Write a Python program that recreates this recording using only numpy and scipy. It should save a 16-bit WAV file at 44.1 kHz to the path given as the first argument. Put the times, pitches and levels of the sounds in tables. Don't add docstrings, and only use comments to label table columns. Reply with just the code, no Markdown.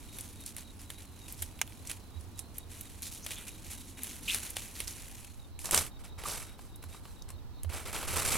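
import sys
import numpy as np
from scipy import signal
from scipy.fft import rfft, irfft, next_fast_len
from scipy.io import wavfile
from scipy.ndimage import uniform_filter1d

SR = 44100
rng = np.random.default_rng(int(sys.argv[2]) if len(sys.argv) > 2 else 0)


def store_wav(level_fs):
    pcm = np.round(np.clip(np.atleast_2d(level_fs), -1, 1) * 32767)
    wavfile.write(sys.argv[1], SR, pcm.T.astype(np.int16))


N = 369116
TIME = np.arange(N) / SR


def undb(db):
    return 10 ** (np.asarray(db) / 20)


def unit(x):
    return x / np.sqrt(np.mean(x ** 2) + 1e-20)


def colour(x, points):
    size = next_fast_len(x.shape[-1] + 2048)
    hz, db = np.transpose(points)
    log_hz = np.log(np.fft.rfftfreq(size, 1 / SR) + 1)
    log_gain = np.log(undb(np.interp(log_hz, np.log(hz), db)))
    cepstrum = irfft(log_gain, size)
    cepstrum[1:size // 2] *= 2
    cepstrum[size // 2 + 1:] = 0
    return irfft(rfft(x, size) * np.exp(rfft(cepstrum)), size)[..., :x.shape[-1]]


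def resonate(x, hz, q):
    return signal.lfilter(*signal.iirpeak(min(hz, SR / 3), max(q, 1), fs=SR), x)


def pan(db):
    return undb(np.array([[db], [-db]]) / 2)


def wander(per_s):
    knots = rng.standard_normal(4096)
    return np.interp(TIME * per_s, np.arange(len(knots)), knots)


def stereo_noise(count, width):
    mid, side = rng.standard_normal((2, count))
    return mid + colour(side, width) * np.array([[1], [-1]])


def narrow_noise(hz, width_hz):
    lowpass = signal.butter(2, width_hz / 2, fs=SR, output="sos")
    slow = signal.sosfilt(lowpass, rng.standard_normal((2, N)))
    tone = np.exp(2j * np.pi * np.cumsum(hz * np.ones(N)) / SR)
    return unit(np.real((slow[0] + 1j * slow[1]) * tone))


def add(out, s, sound):
    start = int(np.clip(s * SR, 0, N - 1))
    out[:, start:start + sound.shape[-1]] += sound[..., :N - start]


# (frequency [Hz], side minus middle [dB])
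BURST_WIDTH = [(200, -27), (1200, -11.5), (2500, -34), (5000, -11.5), (9000, -5), (14000, -1.5)]
def noise_burst(t60, tail_db, tail_t60, count=5120):
    t = np.arange(count) / SR
    fade = undb(-60 * t / t60) + undb(tail_db - 60 * t / tail_t60)
    return stereo_noise(count, BURST_WIDTH) * fade


# (frequency [Hz], gain [dB])
HUSH_TONE = [(20, -7), (45, 2.5), (62, -4), (85, 5), (115, -5), (160, -11.5), (260, -12.5), (400, -16.5),
             (600, -21.5), (900, -19.5), (2000, -32.5), (4000, -32.5), (7000, -40), (16000, -40)]
RUMBLE_TONE = [(20, 6.5), (45, -6), (85, -1), (125, -2), (160, -23), (220, -28), (1000, -62)]
# (frequency [Hz], side minus middle [dB])
HUSH_WIDTH = [(30, 0), (70, -7), (130, -5.5), (250, -5.5), (1000, -7), (4000, 0), (12000, 1)]
# (time [s], relative level [dB])
DRONE_LEVELS = [(0, -60.5), (2.2, -64.5), (4.2, -58.5), (5.3, -68.5), (8.37, -68)]
RUMBLE_LEVELS = [(0, -61), (4.5, -65), (5.5, -48), (7, -52), (8.37, -38)]
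def air(hush_db, gust_db):
    hush = unit(colour(stereo_noise(N, HUSH_WIDTH), HUSH_TONE)) * undb(hush_db + gust_db * wander(3))
    drone_db = np.interp(TIME, *np.transpose(DRONE_LEVELS)) + 2.0
    drone = narrow_noise(245, width_hz=139) * undb(drone_db)
    rumble_db = np.interp(TIME, *np.transpose(RUMBLE_LEVELS)) + 0.63 * wander(3.1)
    rumble = unit(colour(rng.standard_normal(N), RUMBLE_TONE)) * undb(rumble_db)
    opposite_sides = np.array([[1], [-1]])
    return (hush + drone + rumble * opposite_sides) * pan(-2.4)


# (start [s], end [s], time between chirps [s], pitch [Hz], relative level [dB])
CHIRP_RUNS = [(0.08, 1.3, 0.28, 3875, -57.5), (2.112, 4.0, 0.23, 3880, -59.5),
              (5.385, 6.8, 0.26, 3870, -60), (6.063, 7.1, 0.42, 3790, -61), (6.912, 7.25, .245, 3890, -60),
              (7.326, 7.6, 0.2, 3800, -64.5)]
def crickets(stroke_s, fall, far_db, count=3):
    out = np.zeros((2, N))
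    t = np.arange(int(count * stroke_s * SR)) / SR
    progress = t / stroke_s % 1
    which_stroke = (t / stroke_s).astype(int) % count
    growing_pulses = np.sin(np.pi * progress) ** 2 * (1 + t / t[-1])
    for start, end, every_s, wing_hz, db in CHIRP_RUNS:
        for s in np.arange(start, end, every_s):
            force, detune = rng.standard_normal((2, count))[:, which_stroke]
            hz = wing_hz * (1 + 0.01 * detune) * (1 - fall * progress ** 2)
            jitter = .05 * np.cumsum(rng.standard_normal(len(t)))
            chirp = undb(1.5 * force) * growing_pulses * np.sin(2 * np.pi * np.cumsum(hz) / SR + jitter)
            tree_echoes = noise_burst(t60=0.039, tail_db=-18, tail_t60=0.093)
            tree_echoes[:, 0] += 12
            add(out, s, unit(signal.fftconvolve(chirp[None], tree_echoes, axes=1)) * undb(db - 8.5))
    far_pulses = np.sin(np.pi * (3.5 * TIME + 0.28 * wander(1.9))) ** 4
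    far_tone = narrow_noise(4050 + 130 * wander(8.9), width_hz=230)
    return out + far_tone * far_pulses * undb(far_db)


# (time of peak [s], level [dB])
MOUNT_BUMPS = [(1.426, -41.5), (2.179, -36.5), (5.8, -42), (6.878, -43), (7.351, -42.5), (7.675, -31.5),
               (8.173, -35.5)]
def bumps(mount_hz, fade_s, sag, pan_db):
    out = np.zeros(N)
    for s, db in MOUNT_BUMPS:
        t = np.clip(TIME - s, -.2, .2)
        cycles = mount_hz * (t - sag * t ** 2 / fade_s) + rng.random()
        out += undb(db) * np.exp(-(t / fade_s) ** 2) * np.sin(2 * np.pi * cycles)
    return out * pan(pan_db)


# (time [s], length [s], pitch [Hz], level [dB])
SQUEAKS_AND_KNOCK = [(0.791, .022, 5070, -61), (2.392, 0.0085, 10100, -42.5), (2.581, 0.0077, 11800, -36.5),
                     (3.223, 0.039, 6100, -52.5), (3.353, 0.049, 3480, -52.5), (3.463, 0.038, 2550, -55.5),
                     (4.275, 0.032, 2700, -33.5), (4.293, 0.021, 3350, -36), (4.301, 0.044, 2550, -41),
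                     (5.7426, 0.0014, 1300, -24), (6.252, 0.016, 1150, -38)]
def squeaks_and_knock():
    out = np.zeros((2, N))
    for s, length, hz, db in SQUEAKS_AND_KNOCK:
        jolts = rng.standard_normal(4096) ** 3
        ring = resonate(resonate(jolts, hz, q=6.7), hz, q=3.0)
        count = int(np.clip(length * SR, 32, 2048))
        add(out, s, unit(ring[-count:] * signal.windows.tukey(count)) * undb(db))
    return out


# (frequency [Hz], gain [dB])
BASKET_TONE = [(100, 6.5), (220, -1), (400, 3.5), (650, 0.5), (1200, 0.5), (1800, -5), (2700, -4.5),
               (4000, -9), (8000, -19.5)]
# (time [s], relative level [dB])
POD_TAPS = [(5.69, -40.5), (5.767, -38.5), (6.238, -43), (6.592, -49), (6.838, -50), (6.946, -48.5),
            (7.054, -48.5), (7.302, -52), (7.647, -46), (8.031, -40.5), (8.173, -39), (8.289, -43),
            (8.354, -30.5)]
def taps(wall_hz, t60):
    out = np.zeros((2, N))
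    for s, db in POD_TAPS:
        knock = colour(noise_burst(t60, tail_db=-24, tail_t60=0.051), BASKET_TONE)
        wall = resonate(knock, wall_hz, q=1.1)
        add(out, s, unit(unit(knock) + 0.4 * unit(wall)) * undb(db - 12.5))
    return out


# (frequency [Hz], gain [dB])
STEM_TONE = [(200, -32), (700, -8), (1200, -5), (1800, -4), (2300, 1), (3000, -1.5), (3900, -11),
             (5000, -17), (6100, -2), (8000, -11.5), (9300, -10), (12000, -17), (16000, -26)]
# (time [s], relative level [dB])
STEM_SNAPS = [(1.615, -22)]
def stem_snap():
    out = np.zeros((2, N))
    for s, db in STEM_SNAPS:
        fibres = noise_burst(t60=0.015, tail_db=-15, tail_t60=0.056)
        fibres[:, 8] += 7
        add(out, s, unit(colour(fibres, STEM_TONE)) * undb(db - 15) * pan(-2.4))
    return out


# (frequency [Hz], gain [dB])
HUSK_TONE = [(1500, -21), (3500, -4.5), (6000, -3), (10500, -1.5), (13500, -3.5), (16000, -8)]
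WOOD_TONE = [(200, 1), (500, 0.5), (900, -0.5), (1400, 0), (2500, 7.5), (3400, 8), (5000, 0.5),
             (9000, -26.5)]
# (time [s], relative crisp level [dB], relative woody level [dB], left minus right [dB])
SINGLE_CRACKS = [(.186, -39, -45.5, 2), (0.209, -38.5, -54, 0), (.462, -36.5, -59, -1),
                 (0.5654, -38.5, -46.5, -1), (.9023, -40, -41, -3), (1.282, -48, -49, -1),
                 (1.3242, -39, -62, -1), (1.4213, -35, -48, 4), (1.4248, -31, -40, -2),
                 (1.591, -52, -48, -1), (1.676, -50, -51, -2), (1.722, -56, -55.5, -2),
                 (1.8725, -40, -56, 0), (1.897, -46, -46, -7), (1.914, -35.5, -40.5, -3),
                 (2.3915, -38, -50.5, -13), (2.5824, -45, -53.5, -5), (2.8104, -38, -55, -1),
                 (3.0211, -39, -52, 2), (3.2638, -37, -39, 2), (3.307, -40, -41.5, 2),
                 (4.0337, -32, -48, 0), (4.043, -42, -46, 0), (4.2826, -39.5, -49, 8),
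                 (4.346, -27, -33.5, 3), (4.505, -38, -58, -3), (4.5676, -33, -33, 0.5),
                 (4.8029, -32.5, -35.5, -4), (4.8784, -35.5, -47, 0), (5.2465, -47.5, -51.5, 2),
                 (5.5908, -42.5, -47, 1), (5.6565, -33, -42, -4), (5.71, -24.5, -35, -2.5),
                 (5.7456, -19.5, -26, -2), (5.7765, -22, -28, -3), (5.865, -43, -48, -2),
                 (6.237, -45, -47, -6), (6.7587, -49, -69, -3), (6.827, -51, -54, 0), (6.84, -49, -60, -1),
                 (7.2219, -49, -70, -2), (7.2897, -49, -57, -3), (7.3032, -46, -56, 0),
                 (7.6332, -40.5, -54, 0), (7.9632, -43, -37, -1)]
def cracks(husk_hz, pitch_spread):
    out = np.zeros((2, N))
    for s, crisp_db, woody_db, pan_db in SINGLE_CRACKS:
        hz = husk_hz * (1 + pitch_spread * rng.standard_normal())
        fibres = noise_burst(t60=0.013, tail_db=-16.5, tail_t60=0.13)
        crisp = unit(resonate(colour(fibres, HUSK_TONE), hz, q=2.9)) * undb(crisp_db)
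        woody = unit(colour(fibres, WOOD_TONE)) * undb(woody_db)
        add(out, s, (crisp + woody) * pan(pan_db) * undb(-13.5))
    return out


def tiny_contacts(per_s, spread_db, t60, ring, turns_db, husks=15):
    out = 0
    for hz in np.geomspace(1400, 12000, husks):
        hits = rng.random(N) < per_s / husks / SR
        sizes = undb(spread_db * np.minimum(rng.exponential(size=N), 4)) * rng.choice([-1, 1], N)
        burst = noise_burst(t60, tail_db=-20, tail_t60=.03)
        papery = ring * (hz / 5000) ** 0.26 * unit(resonate(burst, hz, q=4.7))
        husk = (unit(burst) + papery) * pan(0.82 * rng.standard_normal())
        turns = undb(turns_db * wander(14))
        out = out + signal.oaconvolve((hits * sizes * turns)[None], husk, axes=1)[:, :N]
    return out


def stroke_power(table, swell, fade):
    power = np.zeros((2, N))
    for s, length, crisp_db, body_db in table:
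        progress = np.linspace(0, 1, int(max(length, .005) * SR))
        push = progress ** swell * (1 - progress) ** fade
        peaks = undb([[crisp_db], [body_db]])
        add(power, s, (peaks * push / push.max()) ** 2)
    return power


def rustle(powers, crisp_tone, body_tone, contacts, rub, bunch_db):
    rubbing = rub * unit(stereo_noise(N, BURST_WIDTH))
    bunches = (unit(contacts) + rubbing) * undb(bunch_db * wander(130))
    out = 0
    for tone, wanted_power in zip((crisp_tone, body_tone), powers):
        sound = colour(bunches, tone)
        power = uniform_filter1d(np.mean(sound ** 2, axis=0), size=2000)
        out = out + sound * np.sqrt(wanted_power / (np.abs(power) + 1e-12))
    return out


# (frequency [Hz], gain [dB])
POD_TONE = [(1500, -16), (3500, -6), (5500, -5.5), (8000, -2.5), (10200, -1.5), (12000, -3), (13500, -10),
            (16000, -24)]
# (start [s], length [s], relative crisp level [dB], relative hollow level [dB])
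POD_SLIDES = [(5.593, 0.137, -49.0, -64), (5.642, 0.1, -42.5, -46), (5.719, 0.093, -33, -35),
              (5.756, 0.089, -28.5, -35), (5.805, 0.11, -42, -45), (5.992, 0.046, -60.0, -58),
              (6.036, 0.083, -55.5, -54.5), (6.178, 0.16, -54.5, -49.0), (6.245, 0.17, -43.5, -46.5),
              (6.262, 0.26, -40.5, -44), (6.408, 0.046, -58, -50), (6.465, 0.14, -60.5, -57.5),
              (6.579, 0.22, -60.5, -65), (6.821, 0.09, -61, -63), (6.884, 0.097, -58.0, -59.5),
              (6.924, 0.12, -56, -58), (7.028, 0.27, -61, -64), (7.282, 0.077, -62, -57.5),
              (7.692, 0.23, -54, -46.5), (7.727, 0.17, -47, -45), (7.853, 0.12, -47.5, -43.5),
              (7.926, 0.15, -41.5, -39.5), (8.009, 0.11, -45, -42), (8.072, 0.38, -39.5, -39),
              (8.159, 0.14, -35, -35.5), (8.249, 0.18, -33.5, -36.5), (8.312, 0.15, -34, -36)]
def basket_rustle():
    pods = tiny_contacts(per_s=2400, spread_db=2.0, t60=0.013, ring=0.64, turns_db=2)
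    sliding = stroke_power(POD_SLIDES, swell=.25, fade=1.6)
    return rustle(sliding, POD_TONE, BASKET_TONE, pods, rub=0.35, bunch_db=1.3) * pan(-1.0)


# (frequency [Hz], gain [dB])
LEAF_TONE = [(1500, -14), (3500, 2.5), (6000, 1), (8000, 1.5), (10500, 3.5), (12000, -0.5), (13500, -4),
             (16000, -15)]
# (time [s], relative level [dB])
LEAF_LEVELS = [(0, -55.5), (0.35, -56.5), (0.72, -60), (0.95, -61.5), (1.11, -61.5), (1.2, -56),
               (1.55, -59), (1.82, -57.5), (2.1, -64.5), (2.67, -64.5), (2.8, -52.5), (3.0, -55.5),
               (3.55, -54), (3.96, -60), (4.1, -52.2), (5.2, -51.5), (5.52, -70)]
# (start [s], length [s], relative crisp level [dB], relative woody level [dB])
HAND_BRUSHES = [(0.126, 0.28, -49.5, -60), (0.4, 0.073, -52, -65.5), (0.455, 0.092, -46.5, -59),
                (0.571, 0.078, -45.5, -52.5), (0.791, 0.093, -51.5, -58), (0.892, 0.1, -53, -60),
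                (0.974, 0.12, -52, -56.5), (1.275, 0.11, -49, -59), (1.371, 0.16, -49.5, -68.5),
                (1.694, 0.067, -58.5, -61), (1.85, 0.18, -49.5, -57.0), (1.891, 0.044, -39, -43.5),
                (2.187, 0.085, -58, -77), (2.37, 0.056, -50.5, -69), (2.54, 0.111, -54, -61),
                (2.695, 0.156, -50.5, -57), (3.021, 0.11, -40.5, -62.5), (3.112, 0.12, -45, -65.0),
                (3.24, 0.14, -45.5, -51.5), (3.3, 0.082, -40.5, -46), (3.364, 0.13, -48.5, -50.5),
                (3.466, 0.051, -43.5, -52), (3.632, 0.16, -50.0, -57), (3.699, 0.085, -42, -52),
                (3.769, 0.13, -50, -61), (3.87, 0.086, -51, -63.5), (3.969, 0.079, -49.5, -52),
                (4.016, 0.24, -44.5, -53), (4.231, 0.22, -43.5, -64), (4.288, 0.15, -35.5, -56),
                (4.345, 0.088, -41, -44), (4.414, 0.14, -41, -49), (4.552, 0.19, -44.0, -50.5),
                (4.746, 0.18, -44.5, -52.5), (4.869, 0.093, -41.5, -53), (4.938, 0.19, -50.5, -58)]
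def tree_rustle(leaf_wood_db):
    leaflets = tiny_contacts(per_s=2600, spread_db=4.9, t60=.006, ring=.55, turns_db=3)
    leaf_db = np.interp(TIME, *np.transpose(LEAF_LEVELS), right=-np.inf)
    stirring = undb([leaf_db, leaf_db + leaf_wood_db]) ** 2
    brushing = stroke_power(HAND_BRUSHES, swell=0.43, fade=1.56)
    return rustle(brushing + stirring, LEAF_TONE, WOOD_TONE, leaflets, rub=0.96, bunch_db=2.0)


def scene():
    outdoors = air(hush_db=-50, gust_db=0.9) + crickets(stroke_s=0.025, fall=0.0724, far_db=-68.0)
    handling = bumps(mount_hz=82.3, fade_s=0.026, sag=0.04, pan_db=-11.5)
    pods = squeaks_and_knock() + taps(wall_hz=900, t60=0.026)
    breaking = stem_snap() + cracks(husk_hz=9700, pitch_spread=0.17)
    rustling = undb(0.2) * basket_rustle() + undb(-0.37) * tree_rustle(leaf_wood_db=-7)
    return outdoors + handling + pods + breaking + rustling


def record(dry, top_hz=16100):
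    return signal.sosfilt(signal.ellip(8, .2, 70, top_hz, fs=SR, output="sos"), dry)


dry = scene()
out = record(dry)
store_wav(out)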